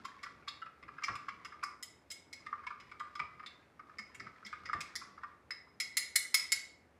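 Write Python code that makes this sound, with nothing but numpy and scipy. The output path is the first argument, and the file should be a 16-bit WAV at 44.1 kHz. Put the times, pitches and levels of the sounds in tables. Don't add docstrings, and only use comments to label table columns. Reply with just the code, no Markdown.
import sys
import numpy as np
from scipy import signal
from scipy.fft import rfft, irfft
from scipy.io import wavfile

SR = 44100
rng = np.random.default_rng(int(sys.argv[2]) if len(sys.argv) > 2 else 0)


def ratio(d):
    e = np.asarray(d, float) / 20
    return 10 ** e


def inscribe(sig):
    pcm = np.round(np.clip(np.atleast_2d(sig).T, -1, 1) * 32767)
    wavfile.write(sys.argv[1], SR, pcm.astype(np.int16))


N = 308479

# pitch_hz, level_db (relative), t60_s
HIGH_RING = [(5082, 12, 0.07), (5150, 18, 0.004)]
# pitch_hz, level_db (relative), t60_s
CRACK = [(7134, -9.5, 0.016), (7660, 9, 0.0018), (9210, 4.5, 0.0027), (10130, -5, 0.025),
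         (10940, 0.5, 0.0028), (14300, -3, 0.0021)]
# time_s, level_db (ahead of the mix of its parts)
DRAG = [(0, -56.5), (0.748, -74), (1.1, -59), (1.7, -65.5), (1.95, -115), (2.4, -65), (3.4, -66),
        (3.7, -73), (4.75, -57.5), (5.3, -68), (5.481, -100)]
WET_DAMPING = .22


def rms_one(x):
    return x / np.sqrt(np.mean(x ** 2) + 1e-20)


def at_hz(points, hz):
    table_hz, values = np.transpose(points)
    return np.interp(np.log(hz), np.log(table_hz), values)


def band(x, low_hz, high_hz, order=2):
    return signal.sosfilt(signal.butter(order, [low_hz, high_hz], "band", fs=SR, output="sos"), x)


def add(out, s, sound):
    i = round(s * SR)
    out[i:i + len(sound)] += sound[:N - i]


def ring(clicks, hz, t60):
    radius = ratio(-60 / (max(t60, .0015) * SR))
    w = 2 * np.pi * hz / SR
    return signal.lfilter([0, np.sin(w)], [1, -2 * radius * np.cos(w), radius * radius], clicks + 1e-18)


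def chatter(events, spread_s, sustain, count, size):
    draw = rng.random((events, count, 2))
    lag = draw[:, :, 0] * (np.arange(count) > 0)
    sign = np.sign(draw[:, :, 1] - .5)
    strength = (1 + sustain * lag) * np.exp(-2.5 * lag) * sign
    rows = np.zeros((events, size))
    np.add.at(rows, (np.arange(events)[:, None], (lag * spread_s * SR).astype(int)), strength)
    return rows / np.linalg.norm(rows, axis=1, keepdims=True)


def struck(touches, notes, low_hz, high_hz, give_s=0.0013):
    t = np.arange(len(touches)) / SR
    sound = sum(ratio(db) * ring(touches, hz, t60) for hz, db, t60 in notes)
    give = 1 - np.exp(-t / give_s)
    muffle = .5 + .5 / (1 + np.minimum(t / .014, 10) ** 8)
    sound = band(sound * give * muffle, low_hz, high_hz, order=3)
    return sound / np.sqrt(np.sum(sound ** 2) / (SR // 100))


def hum():
    # (relative, dB per Hz)
    spectrum = [(40, -24), (70, 3), (130, -4), (320, -2), (1200, -11), (2200, -15), (3000, -24.5),
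                (12000, -36.5), (16000, -50)]
    hz = np.maximum(np.fft.rfftfreq(N, 1 / SR), 1)
    shaped = irfft(rfft(rng.standard_normal(N)) * ratio(at_hz(spectrum, hz)), N)
    return ratio(-67) * rms_one(shaped)


def kitchen(x, early_db, late_db):
    # pitch_hz, t60_s
    room_t60 = [(1200, 0.51), (3500, 0.44), (9000, 0.34), (16000, 0.13)]
    t = np.arange(SR) / SR
    white = rng.standard_normal((2, SR))
    edges = 100 * 2 ** np.arange(0, 7.6, .5)
    tail = np.zeros(SR)
    for k, (low, high) in enumerate(zip(edges, edges[1:])):
        t60 = at_hz(room_t60, np.sqrt(low * high))
        tail += band(white[k % 2], low, high) * ratio(-60 * t / t60)
    tail *= 1 - np.exp(-t / 0.00088)
    early = rng.standard_normal(SR) * (rng.random(SR) < .03)
    early *= np.exp(-t / 0.0061) * (t > .002)
    echo = ratio(early_db) * early / np.linalg.norm(early) + ratio(late_db) * tail / np.linalg.norm(tail)
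    return signal.fftconvolve(x, echo)[:N]


def thumps():
    # start_s, level_db (ahead of its fades)
    thuds = [(1.084, -49.5), (3.2, -57), (4.74, -48)]
    # start_s, level_db (ahead of its fades)
    gulps = [(3.992, -51), (4.22, -52.5), (4.454, -51)]
    out, t = np.zeros(N), np.arange(SR // 2) / SR
    for (s, level_db), noise in zip(thuds, rng.standard_normal((len(thuds), len(t)))):
        lows = rms_one(band(noise, 61, 190, order=3)) * np.exp(-t / 0.05)
        body = rms_one(band(noise, 230, 1370)) * np.exp(-t / 0.046)
        add(out, s, ratio(level_db) * (lows + body) * (1 - np.exp(-t / 0.0038)))
    for s, level_db in gulps:
        fades = np.exp(-t / 0.026) * (1 - np.exp(-t / 0.0063))
        add(out, s, ratio(level_db) * np.sin(2 * np.pi * 210 * t) * fades)
    return out


def drag():
    grains_per_s, grain_spread_db, grain_cycles = 260, 6.0, 28
    happens = rng.random(N) < grains_per_s / SR
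    strength = ratio(grain_spread_db * np.minimum(rng.exponential(1, N), 3))
    grains = happens * strength * rng.choice([-1, 1], N)
    pitches_hz = np.geomspace(1000, 2400, 10)
    dealt = rng.integers(0, 10, N)
    notes = np.zeros(N)
    for k, hz in enumerate(pitches_hz):
        notes += ring(grains * (dealt == k), hz, grain_cycles / hz) * (1200 / hz) ** 0.15
    ticks = band(np.cbrt(grains), 2400, 5200)
    t = np.arange(N) / SR
    surges = np.interp(t, np.arange(0, 7.1, .125), rng.standard_normal(57))
    rumble = band(rng.standard_normal(N), 51, 311) * ratio(7.2 * surges)
    times_s, level_db = np.transpose(DRAG)
    moving = ratio(np.interp(t, times_s, level_db, right=-120))
    hollow_part = ratio(-4.5) * rms_one(band(notes, 1050, 2600))
    return moving * (hollow_part + ratio(-17.5) * rms_one(ticks) + ratio(-8.5) * rms_one(rumble))


def clinks():
    # start_s, low_ring_db, high_ring_db, wood_clack_db, clack_hz, crack_db
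    blows = [(0.0474, -56, -57, -54.5, 3200, -62.5), (0.2299, -63, -55.5, -58.5, 3390, -63.5),
             (0.4803, -53, -51, -43, 3700, -61), (1.036, -41, -41.5, -51, 4660, -59),
             (1.1538, -59, -55.5, -50.5, 2280, -62.5), (1.285, -53, -61, -50.5, 2320, -71.5),
             (1.4474, -54, -55, -56.5, 2720, -64.5), (1.635, -49, -47, -65, 4400, -56),
             (1.8264, -52, -48, -55, 3340, -48), (2.1015, -61.5, -47, -57, 4300, -58),
             (2.113, -50.5, -51.5, -54, 3400, -49), (2.328, -50, -49, -54.5, 4150, -58),
             (2.799, -59, -63.5, -60.5, 2570, -76), (2.996, -55, -63, -58.5, 3230, -67.5),
             (3.1524, -53.5, -57.5, -59, 3380, -70), (3.4614, -53, -61, -48.5, 3700, -68),
             (3.984, -46, -49.5, -80, 2495, -65), (4.146, -62, -70, -54, 2200, -62.5),
             (4.197, -47.5, -55.5, -74, 2530, -71), (4.4488, -53, -53, -63, 4400, -75),
             (4.462, -46, -56.5, -54, 3440, -64), (4.6554, -50, -54, -76, 2400, -71),
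             (4.8054, -53, -49, -45, 2430, -53), (4.954, -43.5, -41.5, -56, 3500, -49.5),
             (5.5059, -41.5, -42, -53.5, 3930, -62.5), (5.8004, -34.5, -36.5, -40.5, 4320, -42),
             (5.9687, -32.5, -37.5, -35, 4330, -32), (6.1558, -30, -35, -32.5, 4300, -27.5),
             (6.3424, -29, -26.5, -32.5, 4530, -30), (6.5191, -32, -37, -34, 4630, -32.5)]
    # pitch_hz, level_db (relative), t60_s
    low_ring = [(1920, -5, 0.018), (2012, 2.5, 0.07), (2172, 5, 0.08)]
    # multiple of clack_hz, level_db (relative), t60_s
    clack_notes = [(1, 0, .009), (.76, -11, .003), (1.16, -3, .007)]
    still_db = -74
    dry_smack_db = -12
    dry_clack = .45
    out = np.zeros(N)
    touches = chatter(len(blows), .014, sustain=0.51, count=16, size=8192)
    spots_db = 2.5 * rng.standard_normal((len(blows), 8))
    for (s, low_db, high_db, clack_db, clack_hz, crack_db), touch, spot in zip(blows, touches, spots_db):
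        free = np.interp(s, *np.transpose(DRAG)) < still_db
        first = touch * (np.arange(len(touch)) < .001 * SR)
        low = [(hz, db + d, t60) for (hz, db, t60), d in zip(low_ring, spot)]
        high = []
        for (hz, db, t60), d in zip(HIGH_RING, spot):
            smack_db = dry_smack_db * (free and hz == HIGH_RING[-1][0])
            length = 1 if free else WET_DAMPING
            high.append((hz * (1 + 0.0013 * spot[-1]), db - d + smack_db, t60 * length))
        clack = [(k * clack_hz, db, t60 * (dry_clack if free else 1)) for k, db, t60 in clack_notes]
        tilt_db = min(1.53 * (crack_db + 36.5), 1.5)
        crack = [(hz, db + d + tilt_db * np.log2(hz / 8000), t60)
                 for (hz, db, t60), d in zip(CRACK, spot[1:])]
        add(out, s, ratio(low_db) * struck(first, low, 1035, 2230))
        add(out, s, ratio(clack_db) * struck(touch, clack, 1140, 4780))
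        add(out, s, ratio(high_db) * struck(touch, high, 3720, 6150))
        add(out, s, ratio(crack_db) * struck(touch, crack, 5300, 14900))
    return out


def knocks():
    # start_s, pitch_hz, note_db, overtones_db
    blows = [(0.0441, 1100, -41.5, -65), (0.2313, 1194, -47, -47), (0.2597, 1188, -47, -52.5),
             (0.42, 1400, -61, -81), (0.474, 1153, -44, -48), (0.617, 1380, -42.5, -55),
             (0.6581, 1256, -50, -57), (0.825, 1156, -55, -54), (0.879, 1237, -47, -57),
             (0.982, 1360, -46.5, -58.5), (1.02, 1220, -46, -53), (1.034, 1207, -44, -36.5),
             (1.079, 1167, -32.5, -40.5), (1.1543, 1156, -41, -70), (1.282, 1158, -39.5, -54),
             (1.447, 1185, -47.5, -54), (1.5183, 1250, -46.5, -57), (1.627, 1186, -34.5, -46),
             (2.463, 1225, -44.5, -47.5), (2.526, 1215, -35, -58), (2.633, 1206, -48.5, -63),
             (2.6659, 1004, -43.5, -43), (2.703, 1190, -41.5, -55), (2.914, 1210, -50, -52),
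             (3, 1194, -38, -61), (3.1528, 1185, -43.5, -64), (3.1929, 1206, -35.5, -38),
             (3.394, 1246, -49, -57.5), (3.4283, 1270, -50, -58.5), (3.7929, 1253, -47.5, -61.5),
             (3.891, 1250, -55, -66), (3.986, 1199, -50, -48), (4.199, 1310, -49, -54.5),
             (4.265, 1310, -45, -55.5), (4.4249, 1276, -54, -70), (4.526, 1230, -42, -50.5),
             (4.653, 1177, -55, -46.5), (4.688, 1240, -36.5, -48.5), (4.73, 1185, -32, -38),
             (5.013, 1140, -46.5, -70), (5.1759, 1160, -49.5, -61.5), (5.232, 1182, -41.5, -53),
             (5.67, 1060, -61.5, -80)]
    # multiple of pitch_hz, level_db (relative), t60_s
    hollow = [(1, 1.5, .028), (.93, -14, .02), (1.12, -7, .02)]
    # multiple of pitch_hz, level_db (relative), t60_s
    overtone_modes = [(1.36, 0, .02), (1.6, -2, .02), (1.82, -3, .018)]
    soaked_give_s = 0.0097
    glide_per_s = 1.6
    tick_db = -17
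    out = np.zeros(N)
    touches = chatter(len(blows), .013, sustain=0.97, count=8, size=4096)
    detune = rng.standard_normal((len(blows), 4))
    wet_ring = [(hz, db, t60 * WET_DAMPING) for hz, db, t60 in HIGH_RING]
    for (s, hz, note_db, over_db), touch, (slosh, *shift) in zip(blows, touches, detune):
        modes = [(k * hz, db, t60) for k, db, t60 in hollow]
        note = struck(touch, modes, 1051, 2150, soaked_give_s)
        n = np.arange(len(touch))
        warped = n * (1 + glide_per_s * slosh * n / SR / 2)
        add(out, s, ratio(note_db) * np.interp(warped, n, note))
        overtones = [(k * hz * (1 + 0.085 * d), db, t60) for (k, db, t60), d in zip(overtone_modes, shift)]
        add(out, s, ratio(over_db) * struck(touch, overtones, 1730, 4270, soaked_give_s))
        add(out, s, ratio(over_db + tick_db) * struck(touch, wet_ring + CRACK, 3800, 9000))
    return out


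def scene():
    tips, shafts = knocks(), clinks() + drag()
    sent = ratio(-3) * tips + shafts
    turn, sway = 2 * np.pi * np.outer([1.3, 2.1], np.arange(N) / SR)
    shares = [a * b for a in (np.cos(turn), np.sin(turn)) for b in (np.cos(sway), np.sin(sway))]
    room = sum(kitchen(sent * share, early_db=-2.0, late_db=-4.5) for share in shares)
    return (tips + shafts + room + thumps() + hum())[None]


def roll_off(x):
    return signal.sosfilt(signal.butter(12, 16660, fs=SR, output="sos"), x)


def record(dry):
    top_cut = signal.cheby2(10, 40, 16300, fs=SR, output="sos")
    mix = signal.sosfilt(top_cut, dry)
    return roll_off(mix)


dry = scene()
out = record(dry)
inscribe(out)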